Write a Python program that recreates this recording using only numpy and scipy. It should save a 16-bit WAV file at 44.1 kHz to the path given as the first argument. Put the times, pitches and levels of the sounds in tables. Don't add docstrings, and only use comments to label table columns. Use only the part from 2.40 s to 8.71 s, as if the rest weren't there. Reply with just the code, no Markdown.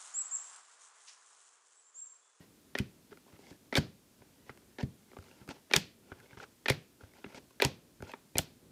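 import sys
import numpy as np
from scipy import signal
from scipy.fft import rfft, irfft
from scipy.io import wavfile
from scipy.ndimage import uniform_filter1d

SR = 44100
rng = np.random.default_rng(int(sys.argv[2]) if len(sys.argv) > 2 else 0)


def invert_db(x):
    u = np.asarray(x, float) / 20
    return 10 ** u


def materialize(psi):
    bounded = np.clip(np.atleast_2d(psi).T, -1, 1)
    quanta = np.round(bounded * 32767).astype(np.int16)
    wavfile.write(sys.argv[1], SR, quanta)


N = 278295

# [f/Hz, width/Hz, level/dB]
CARD_MODES = [(1420, 510, -6), (1710, 420, -9), (2030, 280, -4.5), (2440, 930, -8.5), (3180, 1600, -10),
              (4400, 1400, -12), (5100, 2170, -12.5)]
# [f/Hz, width/Hz, level/dB]
PILE_MODES = [(258, 100, 3), (393, 78.5, 6), (546, 180, 2), (654, 130, -1.5), (852, 352, 1)]
# [t/s, peak level/dB, card ring f/Hz, pile knock re peak/dB]
FIRST_TOUCHES = [
    (0.3504, -24, 1870, -2),
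    (1.3245, -28.5, 1940, 3.5),
    (1.329, -34, 1320, 1),
    (2.384, -34.5, 1800, 0.5),
    (2.392, -39.5, 1647, 0),
    (3.3108, -29.5, 1843, -1),
    (4.2571, -22, 1790, -8),
    (5.1989, -22.5, 1650, -8.5),
    (5.9536, -31, 2410, 4.5),
]


def ring(x, hz, width):
    return signal.lfilter(*signal.iirpeak(min(hz, .45 * SR), hz / max(width, 5), fs=SR), x)


def steep(x, hz, width):
    return ring(ring(x, hz, width), hz, width)


def modes(x, table):
    return sum((-1) ** k * invert_db(db) * steep(x, hz, width) for k, (hz, width, db) in enumerate(table))


def above(x, hz):
    return signal.sosfilt(signal.butter(3, hz, "high", fs=SR, output="sos"), x)


def below(x, hz, order=2):
    return signal.sosfilt(signal.butter(order, min(hz, .45 * SR), fs=SR, output="sos"), x)


def peak1(x):
    return x / np.abs(x).max()


def rms1(x):
    return x / np.sqrt(np.mean(x ** 2))


def add(out, s, x):
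    i = int(s * SR)
    out[i:i + len(x)] += x[:N - i]


def walk(rate):
    k = int(SR / rate)
    steps = np.repeat(rng.standard_normal(N // k + 1), k)
    return 1.3 * uniform_filter1d(uniform_filter1d(steps, k), k)[:N]


def hush():
    # [f/Hz, level per Hz/dB]
    colour = [(18, -38.5), (30, -6.5), (110, -8), (190, -4.5), (290, -5), (735, -19.5), (1920, -24),
              (15000, -24)]
    hz_at, db_at = np.transpose(colour)
    hz = np.maximum(np.fft.rfftfreq(N, 1 / SR), 1)
    gain = invert_db(np.interp(np.log(hz), np.log(hz_at), db_at))
    noise = irfft(rfft(rng.standard_normal(N)) * gain, N)
    hiss = signal.sosfiltfilt(signal.butter(2, 700, "high", fs=SR, output="sos"), noise)
    rumble = (noise - hiss) * invert_db(1.8 * walk(3) + 1.8 * walk(14))
    return invert_db(-62) * rms1(hiss + rumble)


def landing_blows():
    # [t/s, peak level/dB, card ring f/Hz, edge click re peak/dB, pile knock re peak/dB]
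    rattles = [
        (1.3529, -18, 3570, -12, -6),
        (1.3524, -21, 2312, -24, -11.5),
        (1.3635, -20.5, 2150, -6.5, -10.5),
        (2.0931, -36.5, 1344, -62, -12),
        (2.4273, -42, 1790, -4.5, 4.5),
        (3.359, -17.5, 1775, -5, -10.5),
        (4.2819, -16.5, 2440, -13, -12),
        (4.2987, -15, 2230, -3.5, -0.5),
        (5.9686, -30, 2100, -14, -3.5),
        (5.9818, -27.5, 3150, 10.5, -4),
    ]
    # [t/s, peak level/dB, card ring f/Hz, edge click re peak/dB, pile knock re peak/dB]
    face_snaps = [(0.3855, -23, 2440, -5, -31), (1.3707, -15, 4500, -10, -27), (1.3758, -24, 1727, -6, -26),
                  (1.38, -28.5, 2990, 2, 3), (3.3361, -8.5, 2440, -11, -10), (3.3622, -14.5, 3310, 1, -12),
                  (5.22, -12, 2430, -6, -6), (5.229, -23, 2480, -16, -5), (5.2392, -19.5, 2650, -17, -18.5),
                  (5.2478, -16.5, 3233, 0.5, -5), (5.987, -17.5, 3340, -11, -17)]
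    # [t/s, peak level/dB, card ring f/Hz]
    bounces = [(0.3775, -34, 2000), (0.3942, -33.5, 3050), (0.3984, -43, 2020), (1.3395, -33, 2030),
               (1.3704, -28.5, 1810), (3.324, -34, 2580), (3.35, -22.5, 3660), (3.3724, -35.5, 3180),
               (3.3825, -41, 4580), (5.2138, -30, 2570), (4.318, -28, 2100), (5.2576, -31, 2410)]
    return ([(s, db, hz, -24, knock_db, 4.4) for s, db, hz, knock_db in FIRST_TOUCHES]
            + [(*row, 6.5) for row in rattles]
            + [(*row, 2.6) for row in face_snaps]
            + [(s, db, hz, -11, -10, 2.9) for s, db, hz in bounces])


def blows():
    # [t/s, peak level/dB, card ring f/Hz, stack knock re peak/dB]
    grips = [(0.7167, -51.5, 1540, -24), (0.726, -44, 1420, -3), (1.1265, -54.5, 1710, -13),
             (1.8184, -51, 965, 1), (2.7309, -50.5, 1230, 3.5), (2.7665, -41.5, 1120, 4.5),
             (3.0131, -53.5, 1370, -2.5), (3.7166, -36.5, 1440, -1), (3.7218, -40.5, 1440, -9),
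             (3.8062, -54, 1500, -10), (3.907, -48, 2210, -27), (3.93, -47, 1520, -16),
             (3.9708, -41.5, 1295, -10), (3.9997, -37, 1420, -15), (4.6078, -46, 1390, -1),
             (4.6345, -48, 1510, 1.5), (4.8415, -35, 1510, 1), (4.8616, -46, 1400, -7),
             (5.6032, -47.5, 1480, 1), (5.6682, -47, 1443, -16), (5.7354, -33.5, 2300, -26),
             (5.735, -34, 910, -2.5), (2.0929, -38.5, 1930, -2.5), (4.8423, -38.5, 2760, -1),
             (4.036, -39.5, 1420, -15)]
    # [t/s, peak level/dB, card ring f/Hz, stack knock re peak/dB]
    flicks = [(0.7716, -48.5, 1400, -4), (0.8631, -57.5, 1060, 6.5), (0.9894, -53, 1300, 6),
              (1.0668, -49.5, 2180, -19), (1.1069, -47, 2150, -5.5), (2.1735, -45.5, 940, -6),
              (2.7147, -50, 2150, 1), (2.7861, -44, 1370, -1.5), (2.8247, -49.5, 1370, -11),
              (2.84, -48.5, 1380, -16), (2.8822, -56.5, 1340, -2), (2.912, -50.5, 2730, -4),
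              (3.076, -43.5, 1250, -0.5), (3.089, -34, 1380, -10), (3.8004, -46, 1640, -13),
              (4.7351, -51.5, 2190, -2.5), (4.767, -52, 1440, -13), (4.9451, -41, 1360, -0.5),
              (5.1065, -49.5, 1045, -6), (5.6228, -36.5, 1412, 3.5), (5.7163, -38, 2530, -24)]
    return (landing_blows()
            + [(s, db, hz, -40.5, knock_db, 3.4) for s, db, hz, knock_db in grips]
            + [(s, db, hz, -6, knock_db, 1.3) for s, db, hz, knock_db in flicks])


def pressure():
    # [start t/s, hardest t/s, end t/s, scrape level/dB, surface hiss re scrape/dB]
    strokes = [(0.0, 0.009, 0.077, -65, -6), (0.709, 0.708, 0.75, -62, -10),
               (0.873, 0.977, 0.97, -64.5, -15), (0.993, 1.112, 1.16, -64.5, -1),
               (1.775, 1.804, 3.4, -77.5, -8), (2.063, 2.138, 2.09, -59.5, -25),
               (2.4, 2.4, 2.44, -47.5, -14), (2.683, 2.718, 2.86, -72, -5), (2.797, 2.892, 3.05, -68.5, -4),
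               (2.95, 3.03, 3.06, -69, -28), (3.083, 3.116, 3.134, -51.5, -5),
               (3.133, 3.16, 3.21, -63.5, -7.5), (3.299, 3.32, 3.313, -52.5, -17.5),
               (3.622, 3.712, 3.87, -66, -35), (3.78, 3.95, 3.97, -65.5, -26),
               (3.97, 3.992, 3.99, -54, -12), (3.994, 4.033, 4.052, -51, -8.5),
               (4.596, 4.612, 4.77, -65, -21), (4.75, 4.794, 4.88, -64.5, -17), (4.85, 4.95, 5, -60, -15),
               (4.947, 4.981, 4.99, -50.5, -5.5), (4.994, 5.028, 4.9, -72.5, -4),
               (5.619, 5.64, 5.75, -59.5, -14), (5.674, 5.692, 5.731, -54, -8)]
    rise_db, fall_db, rumble_db = 8.5, 16, 3
    t, gain = np.arange(N) / SR, np.zeros((3, N))
    for start, hardest, end, db, hiss_db in strokes:
        now = slice(max(int(start * SR), 0), int(end * SR))
        stroke_db = db - np.interp(t[now], [start, hardest, end], [rise_db, 0, fall_db])
        gain[:, now] += invert_db(stroke_db + np.array([[0], [hiss_db], [rumble_db]]))

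    before_db, before_s = (-28, -27.5, -30), 0.0022
    after_db, after_s = (-16, -20, -13.5), 0.0064
    drag_delay_s = .0026
    for s, db, hz, edge_db, knock_db, ms in landing_blows():
        now = slice(int(s * SR) - 2048, int(s * SR) + 4096)
        since = t[now] - s - drag_delay_s
        own_db = db + np.array([0, edge_db, 0])
        before = invert_db(own_db + before_db)[:, None] * np.exp(-abs(since) / before_s)
        after = invert_db(own_db + after_db)[:, None] * np.exp(-abs(since) / after_s)
        airborne = any(s == touch[0] for touch in FIRST_TOUCHES)
        gain[:, now] += np.where(since < 0, before * (not airborne), after)
    return gain


def slides():
    # [ratio to the grip's ring, level/dB]
    singing = [(0.5, -7), (1, 4.5), (1.56, -4.5), (2.5, -9)]
    sing_db, sing_width_hz = -4, 170
    grains = rng.standard_normal(N) * invert_db(2.0 * rng.exponential(size=N)) * invert_db(2.5 * walk(160))
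    swish = rng.standard_normal(N) * invert_db(2.0 * walk(220))
    card = rms1(modes(grains, CARD_MODES))
    blow_s, blow_hz = np.transpose(sorted(blows()))[[0, 2]]
    halfway_s = (blow_s[1:] + blow_s[:-1]) / 2
    edges = np.r_[0, (halfway_s * SR).astype(int), N]
    for a, b, hz in zip(edges, edges[1:], blow_hz):
        rings = [(ratio * hz, sing_width_hz, db) for ratio, db in singing]
        card[a:b] = 0.87 * card[a:b] + invert_db(sing_db) * rms1(modes(grains[a:b], rings))
    hiss = rms1(below(above(swish, 3700), 6800, order=4))
    rumble = rms1(modes(grains, PILE_MODES))
    gain = uniform_filter1d(pressure(), int(.003 * SR), axis=1)
    return (gain * np.array([card, hiss, rumble])).sum(axis=0)


def thuds():
    # [t/s, peak level/dB, table ring f/Hz, upper modes level/dB]
    slaps = [(0.003, -45.5, 174, -6), (0.4, -18, 130, 4), (0.718, -43, 414, -21), (0.932, -46, 106, -1),
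             (1.112, -39, 188, 7.5), (1.381, -13.5, 148.9, -2), (1.393, -22, 186, -1.5),
             (1.805, -52, 116, -13), (2.095, -41, 137, -1), (2.428, -32, 202.6, -0.5),
             (2.432, -18.5, 136.3, -2), (2.785, -38, 93, -8.5), (3.013, -42.5, 134, 1.5),
             (3.087, -33.5, 180.6, 7), (3.36, -23, 155.6, -5), (3.374, -28, 193.4, -11.5),
             (3.717, -38, 100.6, -3), (3.798, -54, 112.5, -19), (3.928, -47, 129, -7.5),
             (3.972, -39.5, 126, 2), (4.301, -19.5, 133.4, -18), (4.63, -43, 97, -23), (4.86, -39, 204, -2),
             (4.944, -47, 80, 7), (5.248, -21.5, 132, -30), (5.262, -22.5, 141, 0), (5.602, -39.5, 127, -3),
             (5.625, -35, 94.2, -7), (5.954, -27.5, 105.6, -1), (5.99, -23.5, 95.6, 5.5)]
    # [ratio to main ring, level/dB, time to fall 60 dB/s]
    table_modes = [(.62, -20.5, 0.12), (1.58, -2.5, 0.09), (1.9, -4.5, 0.063), (2.9, -7.5, 0.082)]
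    out, t = np.zeros(N), np.arange(11000) / SR
    push = np.hanning(int(0.0025 * SR))
    for s, db, hz, upper_db in slaps:
        top = np.sin(2 * np.pi * hz * t) * 1e-3 ** (t / 0.087)
        for ratio, mode_db, t60 in table_modes:
            top = top + invert_db(mode_db + upper_db) * np.sin(2 * np.pi * ratio * hz * t) * 1e-3 ** (t / t60)
        add(out, s + 0.0011, invert_db(db) * peak1(np.convolve(top, push)))
    return out


def snaps():
    out, t = np.zeros(N), np.arange(2048) / SR
    for s, db, hz, edge_db, knock_db, ms in blows():
        chatter = rng.standard_normal(len(t))
        contact_s = np.clip(ms, .2, 12) / 1000
        force = chatter * (1 - np.exp(-t / 0.00015)) * np.exp(-t / contact_s)
        force = force - 4.4 * np.exp(-t / .00003)
        blunt = below(force, 2600 * invert_db(0.33 * (edge_db + 36.5)))
        card = ring(blunt, hz, 59 + 0.045 * hz) + invert_db(-6.5) * modes(blunt, CARD_MODES)
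        edge = below(above(force * np.exp(-t / .003), 3600), 12000)
        knock = modes(-np.exp(-t / 0.0004) + .3 * force, PILE_MODES)
        blow = peak1(card) + invert_db(edge_db + 7.5) * peak1(edge) + invert_db(knock_db) * peak1(knock)
        add(out, s + .0011, invert_db(db) * blow)
    return out


def cracks():
    # [t/s, peak level/dB, sign, width/ms]
    corner_cracks = [
        (.3871, -24, 1, .05),
        (1.3546, -16, -1, .06),
        (1.3692, -17, -1, .05),
        (3.3360, -5, -1, .06),
        (3.3644, -1.5, 1, .045),
        (4.2970, -17, -1, .05),
        (4.3002, -13, -1, .09),
        (5.2212, -10, -1, .08),
        (5.2502, -13, -1, .05),
        (5.9835, -.5, -1, .027),
    ]
    out, t = np.zeros(N), np.arange(-64, 64) / SR
    for s, db, sign, ms in corner_cracks:
        u = (t / (max(ms, .02) / 1000)) ** 2
        add(out, s + t[0], np.sign(sign) * invert_db(db) * (1 - u) * np.exp(-u / 2))
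    return out


def wash(x, hz, width, t60, db):
    keep, fill = 1e-6 ** (1 / (t60 * SR)), np.exp(-1 / (.006 * SR))
    energy = signal.lfilter([1 - keep], [1, -keep], steep(x, hz, width) ** 2)
    energy = signal.lfilter([1 - fill], [1, -fill], energy)
    return invert_db(db) * np.sqrt(energy) * rms1(steep(rng.standard_normal(N), hz, width))


def room(x):
    # [f/Hz, width/Hz, time to fall 60 dB/s, level/dB]
    boxes = (2428, 260, 0.45, -25)
    # [f/Hz, time to fall 60 dB/s, level/dB]
    echoes = [(119.7, 0.29, -14), (300, 0.38, -14.5), (800, 0.25, -16), (2000, 0.3, -17.5),
              (4500, .3, -13.5), (9000, 0.072, -22), (14000, 0.13, -11)]
    out = wash(x, *boxes)
    hz_at, t60_at, db_at = np.transpose(echoes)
    for hz in 90 * 2 ** np.arange(0, 7.4, .4):
        t60 = np.interp(np.log(hz), np.log(hz_at), t60_at)
        db = np.interp(np.log(hz), np.log(hz_at), db_at)
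        out = out + wash(x, hz, hz / 2.5, t60, db)
    return out


def scene():
    cards = snaps() + cracks() + thuds() + slides()
    return (cards + room(cards) + hush())[None, :]


def top_cut(x):
    return signal.sosfilt(signal.butter(12, 16500, fs=SR, output="sos"), x)


def record(dry):
    x = signal.sosfilt(signal.butter(3, 55, "high", fs=SR, output="sos"), dry)
    keep = np.exp(-1 / (.45 * SR))
    loudness = signal.lfilter([1 - keep], [1, -keep], x ** 2)
    x = x * invert_db(-np.minimum(3300.0 * loudness, 3))
    x = below(x, 13000, order=1)
    x = signal.sosfilt(signal.ellip(6, .3, 46, 15250, fs=SR, output="sos"), x)
    return top_cut(x)


dry = scene()
out = record(dry)
materialize(out)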